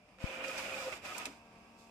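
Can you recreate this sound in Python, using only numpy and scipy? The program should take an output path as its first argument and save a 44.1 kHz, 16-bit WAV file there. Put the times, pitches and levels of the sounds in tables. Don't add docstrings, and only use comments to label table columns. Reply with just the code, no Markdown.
import sys
import numpy as np
from scipy import signal
from scipy.fft import rfft, irfft
from scipy.io import wavfile
from scipy.ndimage import uniform_filter1d, map_coordinates

SR = 44100
rng = np.random.default_rng(int(sys.argv[2]) if len(sys.argv) > 2 else 0)


def pcm_store(signal):
    levels = np.round(np.clip(np.atleast_2d(signal), -1, 1) * 32767)
    wavfile.write(sys.argv[1], SR, levels.astype(np.int16).T)


N = 83790


def undb(db):
    return 10 ** (np.asarray(db) / 20)


def curve(table, axis=1):
    rows = np.array(table)
    return np.interp(np.arange(N) / SR, rows[:, 0], rows[:, axis])


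def over_hz(table):
    rows = np.array(table)
    hz = np.arange(N // 2 + 1) * SR / N
    return np.interp(np.log(hz + 1), np.log(rows[:, 0]), rows[:, 1])


def unit(x):
    return x / np.sqrt(np.mean(x ** 2))


def peak(x):
    return x / np.abs(x).max(axis=-1, keepdims=True)


def colour(x, table):
    hz = np.arange(N // 2 + 1) * SR / N
    low_edge = 1 / (1 + (table[0][0] / (hz + 1)) ** 6)
    high_edge = 1 / (1 + (hz / table[-1][0]) ** 6)
    return irfft(rfft(x) * undb(over_hz(table)) * low_edge * high_edge, N)


def band(x, hz, width):
    return signal.lfilter(*signal.iirpeak(min(hz, .45 * SR), hz / width, fs=SR), x)


def walk(rate):
    hold = int(SR / rate)
    steps = np.repeat(rng.standard_normal(N // hold + 1), hold)
    return 1.29 * uniform_filter1d(uniform_filter1d(steps, hold), hold)[:N]


def drift(x, share):
    at = np.clip(np.cumsum(1 + share * walk(14)), 0, N - 1)
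    return np.array([map_coordinates(row, [at], order=3) for row in x])


def grit(spread_db):
    return rng.standard_normal((2, N)) * undb(spread_db * rng.exponential(size=N))


# (frequency [Hz], difference [dB])
LEFT_OVER_RIGHT = [(60, 5), (110, 1.5), (200, 0), (380, 1.5), (700, 3.5), (1290, 1.5), (2380, -9),
                   (4400, 1), (8120, -11.5), (15000, 0.5)]
# (frequency [Hz], likeness [0-1])
ALIKE = [(60, 1), (500, 0.92), (1000, 0.64), (2000, 0), (4000, 0), (12000, 0.2)]


def ports(a, b):
    likeness = np.clip(over_hz(ALIKE), 0, 1)
    tilt = undb(over_hz(LEFT_OVER_RIGHT) / 2)
    mid = rfft(a) * np.sqrt(1 + likeness)
    side = rfft(b) * np.sqrt(1 - likeness)
    return irfft(np.array([(mid + side) * tilt, (mid - side) / tilt]), N) / np.sqrt(2)


# (time [s], level [dB])
RUMBLE = [(0.0, -74.5), (0.412, -69), (0.66, -66), (1.804, -71.5), (1.9, -75)]


def rumble():
    low = signal.lfilter(*signal.butter(2, [40., 160.], "band", fs=SR), rng.standard_normal((2, N)))
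    return ports(*unit(low)) * undb(curve(RUMBLE))


# (frequency [Hz], relative level per Hz [dB])
ROOM = [(60, -13.5), (120, -14.5), (190, -3), (400, -9), (750, -9), (1150, -11), (1800, -17.5), (2550, -10),
        (3200, -20.5), (4200, -28), (5000, -20), (6200, -30.5), (10000, -34), (13500, -36.5)]
# (time [s], level [dB])
IDLE = [(0, -65.5), (.17, -66.5), (.3, -56), (1.2, -59), (1.45, -62.5), (1.9, -63.5)]


def room():
    noise = unit(colour(rng.standard_normal((2, N)), ROOM))
    return ports(*noise) * undb(curve(IDLE) + 1.9 * walk(11.98))


def echo(dry_printer):
    level_db, t60_s = -16, 0.37
    t = np.arange(int(.3 * SR)) / SR
    tail = rng.standard_normal((2, len(t))) * undb(-60 * t / t60_s) * (t > .004)
    tail = tail / np.sqrt(np.sum(tail[0] ** 2))
    return undb(level_db) * signal.fftconvolve(dry_printer, tail, axes=1)[:, :N]


def tone(hz, waver, flicker_db):
    phase = 2 * np.pi * (np.cumsum(hz * (1 + waver * walk(30.04))) / SR + rng.random())
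    return np.sqrt(2) * np.sin(phase) * undb(flicker_db * walk(23))


def stack(lines):
    return sum(undb(db) * tone(hz, waver=0.00082, flicker_db=1.5 + hz / 1240.0) for hz, db in lines)


# (time [s], level [dB])
WHINE = [(0.18, -65), (0.225, -52.5), (0.444, -53), (0.49, -42.5), (0.558, -60.5), (0.63, -50.5),
         (0.652, -78), (0.686, -52.5), (0.764, -45.5), (0.81, -51), (0.886, -38), (0.94, -85)]


def feed_motor():
    hz, rough_db = 528.4, -9.5
    t = np.arange(N) / SR
    rough = unit(band(band(rng.standard_normal(N), hz * 1.074, 95), hz * 0.973, 100))
    whine = tone(hz, waver=0.006, flicker_db=-1.0) + undb(rough_db) * rough
    running = (t > WHINE[0][0]) * (t < WHINE[-1][0])
    return undb(curve(WHINE)) * running * whine


# (frequency [Hz], rms level before flicker [dB])
HUM = [(190, -75), (603, -77.5)]
# (frequency [Hz], rms level before flicker [dB])
SCANNER = [(253, -77), (705, -79.5), (759, -76.5), (2369, -79)]
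SLOW_MOTOR = [-68, -77.5, -81, -74.5, -77, -103, -72, -75, -84, -72.5, -77.5, -83, -72.5, -96, -82]
# (frequency [Hz], rms level before flicker [dB])
SLOW_HIGH = [(1604, -78.5), (2632, -78.5)]


def motors():
    scanner_ends_s, slow_starts_s, fade_s = 0.33, 0.75, 0.15
    slow_hz = 76.33
    t = np.arange(N) / SR
    scanner = stack(SCANNER) * np.clip((scanner_ends_s - t) / fade_s, 0, 1)
    multiples = slow_hz * (3 + np.arange(len(SLOW_MOTOR)))
    slow = stack(zip(multiples, SLOW_MOTOR)) + stack(SLOW_HIGH)
    slow = slow * np.clip((t - slow_starts_s) / fade_s, 0, 1)
    out = feed_motor() + stack(HUM) + scanner + slow
    return ports(out, np.roll(out, 40))


def bump():
    start_s, push_s, swing_s = .2407, .0028, .0033
    level_db, right_db, swing_db = -20, -16, -10
    t = np.arange(N) / SR - start_s
    push = np.sqrt(np.clip(np.sin(np.pi * np.clip(t / push_s, 0, 1)), 0, 1))
    back = np.clip(t - push_s, 0, None) / swing_s
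    swing = undb(swing_db) * back * np.exp(1 - back)
    thud = uniform_filter1d(push - swing, size=15)
    thud = signal.lfilter(*signal.butter(1, 42, "high", fs=SR), thud)
    return undb(level_db) * thud * np.array([[1], [undb(right_db)]])


# (frequency [Hz], relative level [dB], time to fall 60 dB [s])
PARTS = [(1450, -5, .035), (2440, 3, .035), (2600, 0, .04), (3817, -12, .03), (4980, -3, .02),
         (6000, -6, .015), (7700, -8, .012)]


def ring_parts(noise, t, hz, attack):
    rattle = noise * np.exp(-t / (0.00069 + attack))
    total = 0
    for part_hz, db, t60 in PARTS:
        decay = np.sin(2 * np.pi * part_hz * t) * undb(-60 * t / t60)
        ring = signal.fftconvolve(rattle, [decay], axes=1)[:, :len(t)]
        nearness = 1 / (1 + 2 * np.log2(part_hz / hz) ** 2)
        total = total + undb(db) * peak(ring) * nearness
    return total


# (time [s], level [dB],
# centre frequency [Hz], attack [s], # time to fall 60 dB [s], ring of the parts against the crack [dB])
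CLICKS = [(.088, -62, 2400, .002, .03, 4), (.185, -54, 1800, .0005, 0.033, 0),
          (.264, -47, 3320, .002, .03, -6), (.437, -35, 1580, 0.007, .06, 0),
          (.478, -42, 4950, 0.0072, 0.051, 0), (.575, -38.5, 4550, .012, 0.092, 0),
          (.868, -36.5, 585, 0.0048, 0.14, -6), (.923, -41, 2400, 0.004, 0.046, 7),
          (1.180, -32.5, 8500, 0.00073, 0.042, -3), (1.2543, -31, 2800, 0.0005, 0.06, 1),
          (1.2546, -33, 7000, .0005, 0.052, -2), (1.262, -43.5, 296, 0.0026, 0.24, -10),
          (1.8113, -52, 3200, 0.0003, 0.006, -20)]


def clicks():
    out = np.zeros((2, N))
    t = np.arange(4000) / SR
    for start, db, hz, attack, t60, ring_db in CLICKS:
        noise = rng.standard_normal((2, len(t))) * np.clip(t / attack, 0, 1)
        crack = band(band(noise * undb(-60 * t / t60), hz, 1.1 * hz), hz, 1.1 * hz)
        hit = peak(crack) + undb(ring_db) * peak(ring_parts(noise, t, hz, attack))
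        i = int(start * SR)
        n = min(len(t), N - i)
        out[:, i:i + n] += undb(db) * hit[:, :n]
    return ports(*signal.lfilter(*signal.butter(2, 12500., fs=SR), out))


# (frequency [Hz], relative level per Hz [dB])
PAPER = [(3000, -26), (3350, 4), (4100, -4), (5050, 0), (5900, -5.5), (7500, -7), (9000, -13), (11000, -14),
         (14000, -13.5), (15200, -30)]
# (time [s], level [dB])
SLIDE = [(1.74, -90), (1.79, -66.5), (1.82, -69.5), (1.9, -76.5)]


def paper(level_db):
    hiss = unit(colour(grit(spread_db=1.5) * undb(0.52 * walk(25.0)), PAPER))
    low = signal.filtfilt(*signal.butter(2, 6000., fs=SR), hiss)
    high = hiss - low
    return ports(*(low * undb(0.52 * walk(10.2)) + high * undb(0.82 * walk(7)))) * undb(level_db)


# (time [s], level of gears and case [dB], level of the paper rustle [dB],
# level of the narrow buzz [dB])
FEED = [(.183, -83, -85, -86), (.187, -65, -78, -76), (.205, -52.5, -65, -80), (.23, -47, -60.5, -72),
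        (.33, -44, -58.5, -55), (.425, -44.5, -59.5, -54.5), (.45, -44.5, -53, -53), (.55, -43, -53.5, -60),
        (.585, -40.5, -49.5, -62), (.65, -44.5, -52.5, -58), (.73, -43.5, -53.5, -56.5),
        (.82, -44, -51.5, -52), (.915, -48.5, -54.5, -57), (.945, -48, -53.5, -49.5),
        (.975, -50.5, -57, -63), (1.01, -60.5, -72, -83), (1.055, -45.5, -52.5, -59),
        (1.125, -45.5, -54.5, -46), (1.156, -47.5, -53.5, -68), (1.185, -45, -51.5, -49.5),
        (1.245, -48, -57.5, -55), (1.29, -56, -60.5, -61), (1.33, -61.5, -65.5, -79), (1.42, -82, -77, -92)]
# (frequency [Hz], relative level per Hz [dB])
CASE = [(150, -16.5), (280, -7.5), (430, -11), (560, -3.5), (800, -6.5), (1100, -10), (1680, -8.5),
        (2150, -8.5), (2500, -5), (3050, -9.5), (5000, -31.5)]
# (frequency [Hz], width [Hz], level relative to each other [dB])
RINGS = [(695, 120, -9.5), (987, 60, -10.5), (1445, 114, -7), (2388, 180, -3.5), (2532, 170, -6)]


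def gears():
    rings_db, flicker_db = -5, 1.3
    buzz_hz, buzz_width = 1270, 64
    knocks = grit(spread_db=2.0) * undb(1.1 * walk(91.06))
    body = unit(colour(knocks, CASE))
    rings = 0
    for hz, width, db in RINGS:
        ring = unit(band(band(knocks, hz, width), hz, 2.1 * width))
        rings = rings + undb(db + flicker_db * walk(55.8)) * drift(ring, share=.012)
    buzz = unit(band(band(knocks, buzz_hz, buzz_width), buzz_hz, 2 * buzz_width))
    buzz = drift(buzz, share=0.00778) * undb(curve(FEED, axis=3))
    rattle = unit(body + undb(rings_db) * rings)
    return ports(*rattle) * undb(curve(FEED)) + ports(*buzz)


def scene():
    printer = gears() + paper(curve(FEED, axis=2)) + paper(curve(SLIDE)) + clicks()
    return printer + echo(printer) + motors() + room() + rumble() + bump()


def record(dry):
    return signal.sosfilt(signal.ellip(8, .2, 70, 15400, fs=SR, output="sos"), dry)


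dry = scene()
out = record(dry)
pcm_store(out)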